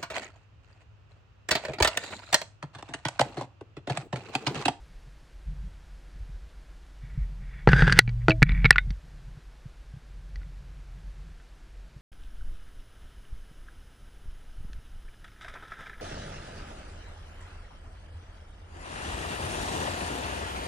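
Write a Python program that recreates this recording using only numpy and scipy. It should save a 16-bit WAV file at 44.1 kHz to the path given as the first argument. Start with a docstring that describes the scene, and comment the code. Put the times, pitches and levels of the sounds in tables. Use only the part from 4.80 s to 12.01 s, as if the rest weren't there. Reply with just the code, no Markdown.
"""A pump-action gun, raised and worked in a quiet forest, heard from a small camera clamped to it.
The slide scrapes back and slams into its stop, parts knock, then it rides forward and locks shut.
The microphone is at contact distance: the action reaches it through the mount and the plastic
housing, which boom, ring and overload it. Behind the handling lies a faint hush of air."""
import sys
import numpy as np
from scipy import signal
from scipy.fft import rfft, irfft, next_fast_len
from scipy.io import wavfile
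from scipy.ndimage import uniform_filter1d, map_coordinates

SR = 44100
rng = np.random.default_rng(int(sys.argv[2]) if len(sys.argv) > 2 else 0)


def log_audio(samples):
    """Write samples as a 16-bit WAV file to the path given in sys.argv[1]."""
    # one column per channel
    frames = np.atleast_2d(samples).T
    # limit to full scale, then quantise
    limited = np.clip(frames, -1, 1)
    pcm = np.round(limited * 32767).astype(np.int16)
    wavfile.write(sys.argv[1], SR, pcm)


N = 317961
T = np.arange(N) / SR
AGE = np.arange(SR // 4) / SR  # seconds since a hit


def amp(db):
    """Decibels to gain."""
    return 10 ** (np.asarray(db) / 20)


def unit(x):
    """Scale to rms 1."""
    return x / np.sqrt(np.mean(x ** 2) + 1e-20)


def unit_hit(x):
    """Scale a hit so that its loudest 5 ms have rms 1."""
    return x / np.sqrt(uniform_filter1d(x ** 2, size=220, mode="constant").max())


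def curve(points):
    """Join (time_s, value) points, per sample."""
    return np.interp(T, *np.transpose(points))


def wobble(rate):
    """A smooth random curve, rate knots a second."""
    return map_coordinates(rng.standard_normal(int(N * rate / SR) + 4), [T * rate])


def stroke(start, end, attack_s, release_s):
    """One movement: it sets in, holds until its end, then falls 60 dB in the release time."""
    return np.clip((T - start) / attack_s, 0, 1) * amp(-60 * np.maximum(T - end, 0) / release_s)


def together(envelopes):
    """Overlapping movements add in power."""
    return np.sqrt(sum(e ** 2 for e in envelopes))


def add(track, time_s, sound):
    """Mix a sound into the track."""
    part = track[round(time_s * SR):][:len(sound)]
    part += sound[:len(part)]


def filtered(x, response):
    """Shape x by a function of frequency."""
    size = next_fast_len(len(x) + 8192)
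    return irfft(rfft(x, size) * response(np.fft.rfftfreq(size, 1 / SR)), size)[:len(x)]


def soften(x, corner_hz):
    """A steep treble roll-off, as through a soft joint."""
    return signal.sosfilt(signal.butter(4, min(corner_hz, SR / 2 - 1), fs=SR, output="sos"), x)


def noise(spectrum, length=N):
    """Noise with a (freq_hz, level_db) spectrum, at rms 1."""
    freqs, db = np.transpose(spectrum)
    white = rng.standard_normal(length)
    return unit(filtered(white, lambda hz: amp(np.interp(np.log(hz + 1), np.log(freqs), db))))


def ring(modes):
    """Damped (pitch_hz, level_db, t60_s) modes, struck with new strengths each time."""
    out = np.zeros(len(AGE))
    for hz, db, t60 in modes:
        strength = amp(db + 1.5 * rng.standard_normal())
        swell = 1 - np.exp(-(4 * hz * AGE) ** 2)
        out += strength * swell * amp(-60 * AGE / t60) * np.sin(2 * np.pi * hz * AGE)
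    return out


# the air all around, with the microphone's own hiss: freq_hz, relative_db
HUSH_SPECTRUM = [(140, -29.5), (230, 0), (275, -3.5), (346, -2), (421, -5.5), (485, -3.5), (530, -5),
                 (589, -5), (1180, -9), (1620, -6.5), (1870, -9.5), (4790, -16.5), (13400, -29.5),
                 (14400, -34.5), (16000, -55)]
def forest():
    """A faint, even hush of air and microphone hiss."""
    return amp(-61.5 + 0.35 * wobble(1.8)) * noise(HUSH_SPECTRUM)


# hand movement at the microphone: freq_hz, relative_db
RUMBLE_SPECTRUM = [(12, -13), (25, -3.5), (55, -1.5), (90, -8), (130, -23.5), (250, -74.5)]
def rumble():
    """The deep noise of hands holding the gun."""
    return noise(RUMBLE_SPECTRUM)


# lurches that swing the camera harder: peak_s, relative_db
CAMERA_LURCHES = [(.78, -39), (1.41, -35.5), (2.41, -26.5), (3.03, -23), (3.74, -19.5), (3.83, -22),
                  (4.09, -28.5), (5.58, -35), (5.91, -38)]
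def camera_sway(moves, sway_hz=45, lurch_width_s=0.03):
    """The camera swings on its springy mount, even a little at rest."""
    lurches = [amp(db) * np.exp(-0.5 * ((T - s) / lurch_width_s) ** 2) for s, db in CAMERA_LURCHES]
    resting = amp(-50 + 2.7 * wobble(14))
    swaying = together([resting] + moves + lurches)
    phase = 2 * np.pi * sway_hz * T + 0.8 * wobble(6) + 0.5 * wobble(25)
    flutter = amp(-9.5) * rumble()
    return swaying * amp(2 + 1.6 * wobble(24)) * (np.sin(phase) + flutter)


# the plastic shell around the microphone: freq_hz, relative_db
BOOM_SPECTRUM = [(30, -18), (60, -13.5), (88, -10), (108, -8.5), (135, 0.5), (174, -3), (205, -21),
                 (280, -29.5), (500, -72)]
def housing_boom(moves, rest_db=-64.5):
    """The housing booms as the grip moves."""
    gripping = together([amp(rest_db)] + moves)
    boom = noise(BOOM_SPECTRUM)
    power = uniform_filter1d(np.abs(signal.hilbert(boom)) ** 2, size=2400) / 2
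    boom /= np.sqrt(power)  # the hands keep an even strength
    return gripping * amp(2.5 * wobble(23)) * boom


# low modes of the whole camera: pitch_hz, relative_db, t60_s
THUD_MODES = [(45, -17.5, 0.3), (133.7, 2, .055), (177, -0.5, 0.015)]
def thud(corner_hz):
    """A dull push on the whole camera."""
    return unit_hit(soften(ring(THUD_MODES), corner_hz))


# the grip shifts, close to the microphone: start_s, level_db
GRIP_SHIFTS = [(0.271, -46.5), (0.683, -40), (.73, -50), (.785, -48), (0.848, -47), (1.354, -45),
               (1.489, -43), (2.231, -35), (2.374, -25), (4.07, -29), (4.47, -43), (4.569, -41.5),
               (4.854, -35.5), (5.135, -37), (5.164, -39.5), (7.16, -41)]
def grip_bumps():
    """Each shift of the grip gives the camera a soft thud."""
    out = np.zeros(N)
    for start, db in GRIP_SHIFTS:
        add(out, start, amp(db) * thud(corner_hz=170))
    return out


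# lift, pull, hold open, push, lock, aim: start_s, end_s, sway_relative_db, boom_db
HAND_MOVES = [(0.654, 0.864, -37, -49.5), (1.324, 1.64, -42.5, -62), (2.209, 2.85, -39, -49.5),
              (2.87, 3.041, -23.5, -20.5), (3.048, 3.181, -27, -30), (3.24, 3.605, -30, -48),
              (3.605, 3.88, -26, -31), (3.877, 4.113, -31, -47), (4.218, 4.576, -50, -54.5),
              (5.299, 6.0, -43.5, -53.5), (6.04, 6.503, -43, -58)]
def handling(attack_s=0.023):
    """Moving the gun sways the camera and booms its housing; the hands never quite rest."""
    sways, booms = [], []
    for start, end, sway_db, boom_db in HAND_MOVES:
        sways.append(amp(sway_db) * stroke(start, end, attack_s, release_s=0.35))
        booms.append(amp(boom_db) * stroke(start, end, attack_s, release_s=0.23))
    sway = camera_sway(sways)
    tremor = amp(-52.5 + 1.2 * wobble(9)) * unit(soften(rumble(), corner_hz=55))
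    return sway + tremor + housing_boom(booms) + grip_bumps()


# the hollow barrel, heard through the mount: pitch_hz, level_db, t60_s
BARREL_MODES = [(317.5, -15.5, 0.14), (541, -20, 0.1), (644, -17.5, 0.166)]
def open_breech(hum_hz=118.4):
    """With the action open a part hums on until the hand pushes forward, and a knock rings the barrel."""
    hum_db = curve([(3.18, -120), (3.195, -25.5), (3.6, -29.5), (3.66, -120)])
    out = amp(hum_db) * np.sin(2 * np.pi * hum_hz * T)
    add(out, 3.484, ring(BARREL_MODES))
    return out


def rattle(start_s=3.64, end_s=3.84, ticks_per_s=45, pitch_hz=2270):
    """The loose fore-end gives small, dull ticks, unevenly spaced along its forward ride."""
    out = np.zeros(N)
    modes = [(pitch_hz, 0, 0.035), (pitch_hz * 0.87, -7, 0.02), (pitch_hz, -6, 0.02)]
    slots = np.arange(start_s, end_s, 1 / ticks_per_s)
    for slot, (late, size) in zip(slots, rng.standard_normal((len(slots), 2))):
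        tick = unit_hit(soften(ring(modes), corner_hz=2700))
        add(out, slot + 0.43 * late / ticks_per_s, amp(-39 + 3 * size) * tick)
    return out


def slips(per_s, spread_db):
    """Tiny stick-slip impulses of uneven size."""
    slipping = rng.random(N) < per_s / SR
    return slipping * rng.choice([-1, 1], N) * amp(spread_db * rng.standard_normal(N))


def friction(impulses, peaks, corner_hz):
    """Slips excite resonances of alternating polarity; the result has rms 1."""
    def response(f):
        return sum((-1) ** k * amp(db) * 1j * f * width / (hz * hz - f * f + 1j * f * width)
                   for k, (hz, width, db) in enumerate(peaks))
    return unit(soften(filtered(impulses, response), corner_hz))


# resonances of the rubbing fore-end: pitch_hz, width_hz, relative_db
RUB_PEAKS = [(800, 330, -24), (1500, 270, -13), (1910, 170, -5.5), (2270, 130, -6.5), (2750, 120, -20),
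             (3430, 120, -19.5), (4800, 210, -30.5)]
# it is gripped, then rides forward: start_s, end_s, level_db
RUB_STROKES = [(2.21, 2.44, -62.5), (2.594, 2.728, -61.5), (2.698, 2.825, -54.5), (3.404, 3.422, -54),
               (3.618, 3.977, -46.5)]
def fore_end_rub():
    """Light friction makes a ringing rub."""
    rub = friction(slips(per_s=3100, spread_db=2), RUB_PEAKS, corner_hz=4610)
    rubbing = together(amp(db) * stroke(start, end, attack_s=0.022, release_s=0.12)
                       for start, end, db in RUB_STROKES)
    return rubbing * amp(1.5 * wobble(88)) * rub


# the slide presses unevenly on its rails: time_s, level_db
RAIL_FRICTION = [(2.89, -28), (2.955, -29), (3.012, -22.5), (3.05, -30.5), (3.095, -24), (3.15, -34.5),
                 (3.18, -24.5), (3.21, -35)]
# its resonances early in the stroke and near the stop: pitch_hz, width_hz, relative_db
EARLY_PEAKS = [(320, 98, -10.5), (490, 97, -10), (800, 110, -16), (1560, 140, 4), (1800, 460, -6),
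               (2430, 150, -13), (3470, 580, -21), (3900, 260, -21.5), (4730, 260, -23), (6597, 500, -34),
               (7500, 510, -39), (10314, 900, -43)]
LATE_PEAKS = [(1700, 140, -8), (1980, 150, -0.5)]
def slide_scrape():
    """The slide is drawn back in one coarse scrape, its pitch climbing as the free length shortens."""
    stick_slip = slips(per_s=2800, spread_db=3)
    early = friction(stick_slip, EARLY_PEAKS, corner_hz=10020)
    late = friction(stick_slip, LATE_PEAKS, corner_hz=6000)
    late_share = curve([(3.06, 0.0023), (3.19, 0.55)])
    scrape = np.sqrt(1 - late_share) * early + np.sqrt(late_share) * late
    pressure = amp(curve(RAIL_FRICTION) + 2.8 * wobble(110))
    return pressure * stroke(2.873, 3.213, attack_s=0.006, release_s=0.031) * scrape


# modes of the housing and action, and of the camera mount: pitch_hz, relative_db, t60_s
HOUSING_MODES = [(1466, -9.5, 0.028), (1753, -6.5, 0.02), (1950, -8.5, 0.03), (2200, -30, 0.035),
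                 (2320, -19, 0.02026), (2700, -22, 0.021), (3341, -20, 0.024), (3910, -26, 0.044),
                 (4446, -26, 0.016)]
MOUNT_MODES = [(362, -0.5, 0.0074), (448, 3.5, 0.013), (650.4, -7.5, 0.015), (800, -0.5, 0.017)]
# metal surfaces cracking together, close up: freq_hz, relative_db
CRACK_SPECTRUM = [(1500, -30.5), (2900, 0.5), (3800, -2), (4500, 13.5), (5150, -8.5), (5900, 1), (6700, -9),
                  (8000, -14), (10500, -20.5), (13000, -32.5), (16000, -50.5)]
def blow(pitch_hz, ring_db, crack_db, knock_db, thud_db, ring_t60_s, crack_t60_s, chatter, contact_s):
    """One contact: the part and the housing ring, the surfaces crack, the mount knocks and thuds."""
    fall_db = -60 * np.maximum(AGE - contact_s, 0) / crack_t60_s  # surfaces grind before they part
    force = chatter * rng.standard_normal(len(AGE)) * amp(fall_db / 2)
    force[0] = 1  # the impact itself
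    part = [(pitch_hz, 0, ring_t60_s), (pitch_hz * 1.7, -11, ring_t60_s / 2)]
    # modes near the part's pitch answer most
    coupled = [(hz, db - 5 * abs(np.log2(hz / pitch_hz)), t60) for hz, db, t60 in HOUSING_MODES]
    metal = signal.fftconvolve(force, ring(part + coupled))[:len(AGE)]
    bass_cut = signal.butter(2, 1100, "highpass", fs=SR, output="sos")  # small parts carry no bass
    metal = soften(signal.sosfilt(bass_cut, metal), corner_hz=4470)
    tail = amp(-27.5 - 60 * AGE / 0.055)
    crack = noise(CRACK_SPECTRUM, len(AGE)) * (amp(fall_db) + tail)
    crack = soften(crack, corner_hz=17000 * amp(crack_db / 6))  # harder blows are brighter
    knock = soften(ring(MOUNT_MODES), corner_hz=1490)
    return (amp(ring_db) * unit_hit(metal) + amp(crack_db) * unit_hit(crack)
            - amp(knock_db) * unit_hit(knock) + amp(thud_db) * thud(corner_hz=310))


# metal parts meet, right by the microphone: start_s, pitch_hz, ring_db, crack_db, knock_db, thud_db
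PART_CONTACTS = [(2.874, 1364, -16, -40.5, -9, -9), (2.889, 1640, -21.5, -32, -21, -36.5),
                 (2.932, 1510, -12.5, -41, -20, -13.5), (3.022, 1510, -16.5, -38.5, -20.5, -13.5),
                 (3.07, 1560, -24, -56, -44, -31), (3.078, 1660, -20, -63, -22, -19.5),
                 (3.097, 1510, -21.5, -64, -41, -34), (3.124, 1605, -16.5, -22, -35, -22),
                 (3.277, 2300, -36, -58, -43, -25.5), (3.292, 2250, -40, -51, -48.5, -37),
                 (3.4832, 1390, -13.5, -33, -14.5, -14), (3.496, 1490, -25.5, -30, -21.5, -16.5),
                 (3.5065, 2595, -17.5, -43, -36, -30), (3.517, 2330, -24, -51, -34.5, -45.5),
                 (3.621, 1870, -20, -60, -21.5, -8.5), (3.693, 2080, -28, -68, -40, -22),
                 (3.719, 2240, -34, -73, -45, -27.5), (3.845, 2240, -20, -50.5, -28, -14.5),
                 (3.8536, 2227, -16, -52, -26.5, -25.5), (3.858, 2200, -14, -51, -30.5, -25.5),
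                 (3.9275, 2560, -24.5, -49, -41.5, -47), (3.959, 1430, -16.5, -43, -40, -33),
                 (3.9826, 2032, -11, -42, -41, -41), (4.105, 2142, -46, -46.5, -50.5, -29),
                 (5.558, 1950, -46, -52, -60, -65), (5.616, 1450, -55, -70, -63, -70),
                 (5.632, 1990, -55, -73, -73, -51), (6.6, 1520, -56.5, -76, -70, -71)]
# the slide and bolt hit their stops: start_s, pitch_hz, ring_db, crack_db, knock_db, thud_db
STOP_SLAMS = [(3.1897, 2007, 6, 1, -7, -19), (3.6277, 2244, -5, -21.5, -23.5, -6.5),
              (3.9068, 1803, 4.5, -11.5, -12.5, -14.5)]
# the lock's spring rings on as the lock snaps up: pitch_hz, level_db, t60_s
LOCK_SPRING_MODES = [(1500, -15.5, 0.046), (2160, -36, 0.13), (2912, -44, .044), (3670, -36, 0.089),
                     (3887, -39, 0.05), (4576, -51.5, .048), (8096, -48, 0.037)]
def pump_action():
    """Clicks and knocks of the mechanism, hard slams at the ends of its travel, the ring of the lock."""
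    out = np.zeros(N)
    for start, *strike in PART_CONTACTS:
        click = blow(*strike, ring_t60_s=0.025, crack_t60_s=0.018, chatter=0.021, contact_s=0.00077)
        add(out, start, click)
    for start, *strike in STOP_SLAMS:
        slam = blow(*strike, ring_t60_s=0.015, crack_t60_s=0.0032, chatter=0.031, contact_s=0.0024)
        add(out, start, slam)
    add(out, 3.982, ring(LOCK_SPRING_MODES))
    return out


def scene():
    """One microphone on the gun feeds both channels."""
    gun = pump_action() + open_breech() + slide_scrape() + fore_end_rub() + rattle()
    mono = gun + handling() + forest()
    return np.array([mono, mono])


def record(dry):
    """The camera's gain ducks after an overload, what is still too loud clips, the band ends steeply."""
    mic = dry.mean(axis=0)
    overloaded = np.abs(mic) > 1.2
    since_s = T - np.maximum.accumulate(np.where(overloaded, T, -SR))
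    duck_db = -7 * np.exp(-since_s / 0.031) * (1.5 - np.exp(-since_s / 0.0028))
    ducked = mic * amp(duck_db)
    clipped = ducked / (1 + np.abs(ducked) ** 6) ** (1 / 6)
    dulled = soften(clipped, corner_hz=12500)
    out = filtered(dulled, lambda hz: np.clip((16300 - hz) / 1500, 0, 1))
    return np.array([out, out])


dry = scene()
out = record(dry)
log_audio(out)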